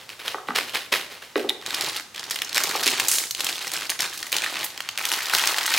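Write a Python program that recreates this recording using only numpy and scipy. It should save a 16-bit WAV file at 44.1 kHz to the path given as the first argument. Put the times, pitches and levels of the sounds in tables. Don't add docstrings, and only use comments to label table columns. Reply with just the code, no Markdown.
import sys
import numpy as np
from scipy import signal
from scipy.fft import rfft, irfft
from scipy.io import wavfile

SR = 44100
rng = np.random.default_rng(int(sys.argv[2]) if len(sys.argv) > 2 else 0)


def file_out(sig):
    cols = np.atleast_2d(sig).T
    lim = np.clip(cols, -1, 1)
    pcm = np.round(lim * 32767).astype(np.int16)
    wavfile.write(sys.argv[1], SR, pcm)


N = 254898
T = np.arange(N) / SR

# (time [s], relative level [dB], pitch [Hz], decay [s])
CREASE_SNAPS = [(1.6629, -9, 3440, 0.0014), (1.81, -5.5, 4500, 0.0014), (1.9645, -9.5, 3860, 0.0042),
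                (1.9804, -33, 4360, 0.0036), (2.1951, -13, 3160, 0.0014), (2.3093, -4.5, 4140, 0.0072),
                (2.359, -9, 3140, 0.003), (2.3888, -13, 3270, 0.0016), (2.4189, -3.5, 3180, 0.0016),
                (2.5462, -6, 4700, 0.0017), (2.562, -7, 3270, 0.0042), (2.6368, -1.5, 4900, 0.0033),
                (2.834, -4.5, 4610, 0.0037), (2.86, -6, 4770, 0.002), (2.8664, 1.5, 2900, 0.0072),
                (2.8772, 1.5, 3250, 0.0015), (2.917, -8, 3060, 0.0024), (2.9985, 1.5, 2910, 0.0032),
                (3.0839, 3, 7650, 0.0042), (3.1152, 0, 6980, 0.0024), (3.1277, -18, 4560, 0.0029),
                (3.1845, -2, 4840, 0.0038), (3.3097, -5, 4800, 0.0015), (3.3489, -8.5, 3570, 0.0012),
                (3.4062, -3, 3430, 0.0024), (3.4452, -6, 7000, 0.0021), (3.4677, -5.5, 3650, 0.0024),
                (3.4946, -8, 3800, 0.0024), (3.717, -10.5, 4750, 0.0024), (3.7368, -6.5, 4150, 0.003),
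                (3.9011, -3, 6460, 0.0018), (4.0054, -3.5, 5050, 0.0014), (4.0203, -7, 4500, 0.003),
                (4.1775, -16, 4700, 0.0024), (4.2283, -11, 4540, 0.0015), (4.3196, -8.5, 7500, 0.0024),
                (4.3275, -1, 3470, 0.0017), (4.3658, -2, 4560, 0.0018), (4.6098, -13, 3060, 0.0026),
                (4.777, -13, 2900, 0.00097), (4.805, -8, 2920, 0.0008), (4.8894, -6, 3010, 0.0011),
                (4.9764, -4.5, 3270, 0.0008), (5.0533, -2.5, 3900, 0.0011), (5.1172, -1, 3160, 0.0008),
                (5.1254, -6, 4100, 0.0048), (5.142, -7, 3190, 0.0024), (5.3492, 3.5, 3930, 0.0018),
                (5.3841, -2, 3970, 0.0024), (5.415, -8, 4040, 0.003), (5.474, 3, 4040, 0.0018),
                (5.5139, -11.5, 4860, 0.0034), (5.563, -13, 3280, 0.0035), (5.5842, -1.5, 3300, 0.0046),
                (5.6624, -3, 6360, 0.0063), (5.7395, 1.5, 3200, 0.0019)]
# (time [s], hold [s], relative level [dB], fine-crease offset [dB])
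HAND_GRIPS = [(1.61, 0.079, -45, -9), (1.665, .32, -34.5, -1), (1.72, 0.15, -34, -10),
              (1.815, 0.062, -33, 3), (2.142, 0.51, -39, -25), (2.307, 0.0067, -39, 14),
              (2.548, 0.021, -23, 2), (2.603, .46, -29.5, 4), (2.857, .035, -30, 9), (3.08, 0.16, -35, 4),
              (3.363, 0.33, -37.5, 6), (3.37, 0.16, -37.5, 2), (3.606, 0.029, -36, 3),
              (3.716, 0.12, -33.5, 3), (3.892, 0.0094, -28.5, -1), (3.988, 0.062, -29.5, -1),
              (4.072, .21, -40.5, 8), (4.315, 0.067, -30.5, -1), (4.411, 0.23, -32, -1.5),
              (4.645, .31, -43.5, -13), (4.978, 0.32, -34.5, 7.5), (5.04, 0.096, -34.5, -5),
              (5.122, 0.025, -26, -1), (5.286, 0.25, -31, -2), (5.324, 0.19, -27, 3),
              (5.55, 0.18, -28.5, 2.5), (5.732, 0.05, -26, 8)]
# (time [s], level [dB], rise [s], fall [s], pitch [Hz])
FILM_RIPS = [(3.084, -25, 0.0037, 0.051, 7300), (3.112, -22, 0.018, 0.06, 7000),
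             (4.638, -22.5, 0.0069, 0.0074, 10000)]
# (time [s], level [dB], rise [s])
TUB_SHAKES = [(0, -41.5, .001), (0.083, -39, 0.023), (0.191, -36, .0033), (0.239, -29.5, .035),
              (0.471, -37.5, .0026), (0.547, -21, 0.012), (.67, -39, 0.023), (0.732, -25.5, 0.016),
              (0.917, -19.5, 0.011), (1.095, -37.5, 0.022), (1.216, -39.5, 0.0024), (1.359, -31, 0.0084)]
# (time [s], level over 1 ms [dB], pitch [Hz], decay [s])
PIECE_HITS = [(.0922, -27, 2570, 0.00059), (.1012, -27.5, 2740, 0.0013), (.2801, -15, 2700, .0019),
              (.5596, -13, 2780, 0.0017), (.5699, -20, 2780, 0.0011), (.5861, -11, 1750, 0.0018),
              (.696, -26, 2780, .00074), (.7567, -14, 2320, .0017), (.9235, -11.5, 2400, 0.0033),
              (.9385, -9.5, 2420, 0.0023)]
# (time [s], level over 1 ms [dB], pitch of struck part [Hz], spread [octaves])
TUB_KNOCKS = [(0.344, -15.5, 890, 0.85), (.382, -24.5, 1220, 0.24), (0.4, -33, 900, 0.48),
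              (0.4853, -14.5, 1060, 1), (0.505, -16.5, 1170, 0.53), (0.489, -23.5, 207, 0.37),
              (1.3574, -8.5, 450, 0.53), (1.3568, -12.5, 1570, 1.04), (1.377, -13.5, 480, 0.57),
              (1.445, -18, 490, 0.7), (1.4905, -17.5, 3660, 0.83), (1.4943, -8, 3800, 0.28),
              (1.502, -17, 3120, 0.6), (1.504, -25.5, 850, 0.24), (2.7515, -13.5, 845, 0.59),
              (2.861, -20.5, 320, 0.68)]
# (frequency [Hz], relative level [dB], t60 [s])
TUB_MODES = [(173, -9, 0.12), (244.6, -8.5, 0.2), (294, -3, 0.074), (396, 0, 0.062), (436.6, -6.5, 0.15),
             (524, 2.5, 0.024), (717, 1, 0.038), (850, 5.5, 0.021), (1174, 6.5, 0.022), (1310, 3, 0.02),
             (1544, 6, 0.018), (1956, 3, 0.034), (2390, 8, 0.013), (2940, 6.5, 0.01), (3810, 20, 0.006)]
# (frequency [Hz], t60 [s], level [dB])
TAIL_BANDS = [(122, 1, -18), (384, 0.48, -5), (940, 0.59, -11.5), (2940, 0.39, -11), (7840, 0.43, -6.5),
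              (14000, 0.22, -7.5)]
# (delay [s], level [dB])
REFLECTIONS = [(.0092, -24), (0.0115, -20.5)]

# (frequency [Hz], gain [dB])
CRACKLE_EQ = [(100, -27), (300, -28), (800, -7.5), (1500, 1.5), (2500, 2.5), (4200, 0.5), (5500, -7),
              (9000, -11), (16000, -39)]
FINE_CREASE_EQ = [(1500, -15), (4000, 11), (7000, 3), (10000, 2.5), (13000, 1), (16000, -2)]
PANEL_EQ = [(40, -29), (100, 1.5), (220, -5), (330, 1), (520, -2), (760, 3.5), (1200, 0.5), (3000, -20.5)]
CRUSHED_EQ = [(100, -8), (450, -3), (900, 2.5), (1600, 1), (3000, -0.5), (8000, -1.5), (15000, 1)]
SHOWER_EQ = [(60, -26), (200, -14), (430, -2.5), (900, -3.5), (1800, -0.5), (3000, 1), (4500, -4),
             (7000, -14), (12000, -14), (16000, -20)]
AIR_EQ = [(20, -30), (45, -21), (65, -4), (110, 2), (330, -3), (1100, -0.5), (3000, -4), (6000, -6.5),
          (16000, -18)]
RADIATION_EQ = [(50, -12.0), (300, 3.5)]
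TUB_SEND_EQ = [(1800, 6.5), (3600, -2.5)]
TAIL_SIDE_EQ = [(100, -11), (500, -8.5), (2000, 1), (4500, 4.5), (14000, 0.5)]
AIR_SIDE_EQ = [(100, -10), (2000, -8)]


def packet():
    effort, fine_effort = hands()
    crackle = unit(colour(grains(rate_hz=480, spread_db=1, decay_s=0.0023), CRACKLE_EQ))
    fine = unit(colour(grains(rate_hz=300, spread_db=5.5, decay_s=0.0015), FINE_CREASE_EQ))
    flex = unit(colour(grains(rate_hz=350, spread_db=5.5, decay_s=0.0065), PANEL_EQ))
    strays = stray_creases(rate_hz=120, centre_hz=2850, octaves=0.95, spread_db=21, mean_decay_s=0.0015)
    pops = unit(clicks(strays, ring_ratio=1.12, crack_db=-1.5, crack_share=0.37, crack_ratio=1.48,
                       size=512))
    rustle = effort * (undb(-5.5) * crackle + undb(-3.5) * pops + undb(-12) * flex)
    rustle += fine_effort * undb(-12.5) * fine
    creases = np.vstack([CREASE_SNAPS, second_steps(CREASE_SNAPS)])
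    snaps = clicks(creases, ring_ratio=1.22, crack_db=3, crack_share=0.2, crack_ratio=1.77)
    film = colour(rustle + undb(-13) * snaps, RADIATION_EQ)
    crushed = np.interp(T, [4.5, 5.0], [0, 1])
    return (1 - crushed) * film + crushed * colour(film, CRUSHED_EQ)


def hands(attack_s=0.0042, release_s=0.032):
    power, fine_power = np.zeros((2, N))
    for time_s, hold_s, db, fine_db in HAND_GRIPS:
        attack = np.clip((T - time_s) / attack_s, 0, 1)
        release = np.exp(-np.maximum(T - time_s - hold_s, 0) / release_s)
        grip = undb(db) * attack * release
        power += grip ** 2
        fine_power += (undb(fine_db) * grip) ** 2
    return np.sqrt(power), np.sqrt(fine_power)


def stray_creases(rate_hz, centre_hz, octaves, spread_db, mean_decay_s):
    moment, softness, pitch, length = rng.random((int(rate_hz * N / SR), 4)).T
    hz = centre_hz * 2 ** (octaves * (2 * pitch - 1))
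    return np.column_stack([moment * N / SR, -spread_db * softness, hz, mean_decay_s * (0.5 + length)])


def second_steps(creases, gap_s=0.0018, drop_db=7.5):
    time_s, db, hz, decay_s = np.transpose(creases)
    wait, detune = rng.random((len(time_s), 2)).T
    later_s = time_s + gap_s * (0.5 + wait)
    return np.column_stack([later_s, db - drop_db, hz * 2 ** (detune - 0.5), decay_s])


def rips():
    out, bins_hz = np.zeros(N), np.fft.rfftfreq(N, 1 / SR)
    ruptures = rfft(grains(rate_hz=2500, spread_db=4, decay_s=0.0004, size=64))
    for time_s, db, rise_s, fall_s, hz in FILM_RIPS:
        tear = unit(irfft(ruptures * bell(bins_hz, hz, octaves=0.79), N))
        out += undb(db) * swell(time_s, rise_s, fall_s) * tear
    return out


def snacks(settle_s=0.048):
    shower = unit(colour(grains(rate_hz=2200, spread_db=6, decay_s=0.0011), SHOWER_EQ))
    flow = sum(undb(db) * swell(time_s, rise_s, settle_s) for time_s, db, rise_s in TUB_SHAKES)
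    hits = clicks(PIECE_HITS, ring_ratio=1.3, crack_db=3, crack_share=0.7, crack_ratio=1.2)
    return flow * shower + hits


def tub():
    out, t = np.zeros(N), np.arange(512) / SR
    mode_hz, mode_db, t60_s = np.transpose(TUB_MODES)
    polarity = (-1) ** np.arange(len(mode_hz))
    for time_s, db, struck_hz, octaves in TUB_KNOCKS:
        hand_detune = 1 + 0.016 * rng.standard_normal(len(mode_hz))
        gain = undb(mode_db) * bell(mode_hz, struck_hz, octaves) * polarity
        body = ring(mode_hz * hand_detune, gain, t60_s / np.log(1000), contact_s=0.00063)
        add(out, time_s, body, db)
        tick = rng.standard_normal(len(t)) * np.exp(-t / 0.002)
        hardness_db = 7 * np.log2(struck_hz / 3800) - 11
        add(out, time_s, band(tick, struck_hz * 1.3, ratio=1.64), db + hardness_db)
    return signal.sosfilt(signal.butter(2, 160, "high", fs=SR, output="sos"), out)


def kitchen(send, width=0.45, build_s=0.00079, size=22050):
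    t, bins_hz = np.arange(size) / SR, np.fft.rfftfreq(size, 1 / SR)
    bands_hz, t60s_s, levels_db = np.transpose(TAIL_BANDS)
    noise, tail = rfft(rng.standard_normal((2, size))), 0
    for selector, t60_s, db in zip(np.eye(len(bands_hz)), t60s_s, levels_db):
        weight = np.interp(np.log(bins_hz + 1), np.log(bands_hz), selector)
        fade = np.exp(-np.log(1000) * t / t60_s) * np.minimum(t / build_s, 1)
        tail += undb(db) * irfft(noise * weight, size) * fade / np.linalg.norm(fade)
    mid, side = tail
    for delay_s, db in REFLECTIONS:
        mid[int(delay_s * SR)] += undb(db)
    side = width * colour(side, TAIL_SIDE_EQ)
    return np.array([signal.fftconvolve(send, mid + sign * side)[:N] for sign in (1, -1)])


def room_tone(level_db=-49.5):
    mid, side = (unit(colour(rng.standard_normal(N), AIR_EQ)) for _ in range(2))
    side = colour(side, AIR_SIDE_EQ)
    return undb(level_db) * np.array([mid + side, mid - side])


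def clicks(rows, ring_ratio, crack_db, crack_share, crack_ratio, size=1024):
    out, t = np.zeros(N), np.arange(size) / SR
    for time_s, db, hz, decay_s in rows:
        flutter, crack = rng.standard_normal((2, size))
        age = t / decay_s
        flutter = band(flutter * np.exp(-age) * (1 - np.exp(-2 * age)), hz, ring_ratio)
        crack = band(crack * np.exp(-age / crack_share), hz, crack_ratio)
        add(out, time_s, unit(flutter) + undb(crack_db) * unit(crack), db)
    return out


def grains(rate_hz, spread_db, decay_s, size=320):
    noise = rng.standard_normal((int(rate_hz * N / SR), size))
    starts = rng.integers(0, N, len(noise))
    strength = undb(spread_db * np.clip(rng.standard_normal(len(noise)), -2, 2))
    ticks = noise * strength[:, None] * np.exp(-np.arange(size) / SR / decay_s)
    indices = starts[:, None] + np.arange(size)
    return unit(np.bincount(indices.ravel(), ticks.ravel(), N)[:N])


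def ring(hz, gain, decay_s, contact_s, size=8192):
    t = np.arange(size) / SR
    modes = np.exp(-t / decay_s[:, None]) * np.sin(2 * np.pi * hz[:, None] * t)
    return gain @ modes * (1 - np.exp(-t / contact_s))


def swell(time_s, rise_s, fall_s):
    return np.clip((T - time_s) / rise_s, 0, 1) * np.exp(-np.maximum(T - time_s - rise_s, 0) / fall_s)


def add(track, time_s, sound, db):
    start = max(int(time_s * SR), 0)
    sound = sound * undb(db) * np.sqrt(SR * 1e-3 / np.sum(sound ** 2))
    track[start:start + len(sound)] += sound[:max(N - start, 0)]


def band(x, hz, ratio):
    low, high = np.tan(np.pi * np.clip([hz / ratio, hz * ratio], 50, 19000) / SR)
    width, centre = high - low, low * high
    return signal.lfilter([width, 0, -width], [1 + width + centre, 2 * (centre - 1), 1 - width + centre], x)


def colour(x, eq):
    hz, db = np.transpose(eq)
    bins_hz = np.maximum(np.fft.rfftfreq(len(x), 1 / SR), 1)
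    return irfft(rfft(x) * undb(np.interp(np.log(bins_hz), np.log(hz), db)), len(x))


def bell(hz, centre_hz, octaves):
    return np.exp(-0.5 * (np.log2(np.maximum(hz, 1) / centre_hz) / octaves) ** 2)


def unit(x):
    return x / np.sqrt(np.mean(x ** 2) + 1e-18)


def undb(db):
    return 10 ** (np.asarray(db) / 20)


def scene():
    crisp = packet() + rips() + snacks()
    knocks = tub()
    reverb = kitchen(crisp + colour(knocks, TUB_SEND_EQ))
    pan_db = np.interp(T, [1.2, 3.7, 5.6], [-0.9, -1.0, 0.1])
    return (crisp + knocks + reverb) * undb([pan_db / 2, -pan_db / 2]) + room_tone()


def record(dry):
    return signal.sosfilt(signal.ellip(10, 0.2, 70, 15900, fs=SR, output="sos"), np.tanh(dry))


dry = scene()
out = record(dry)
file_out(out)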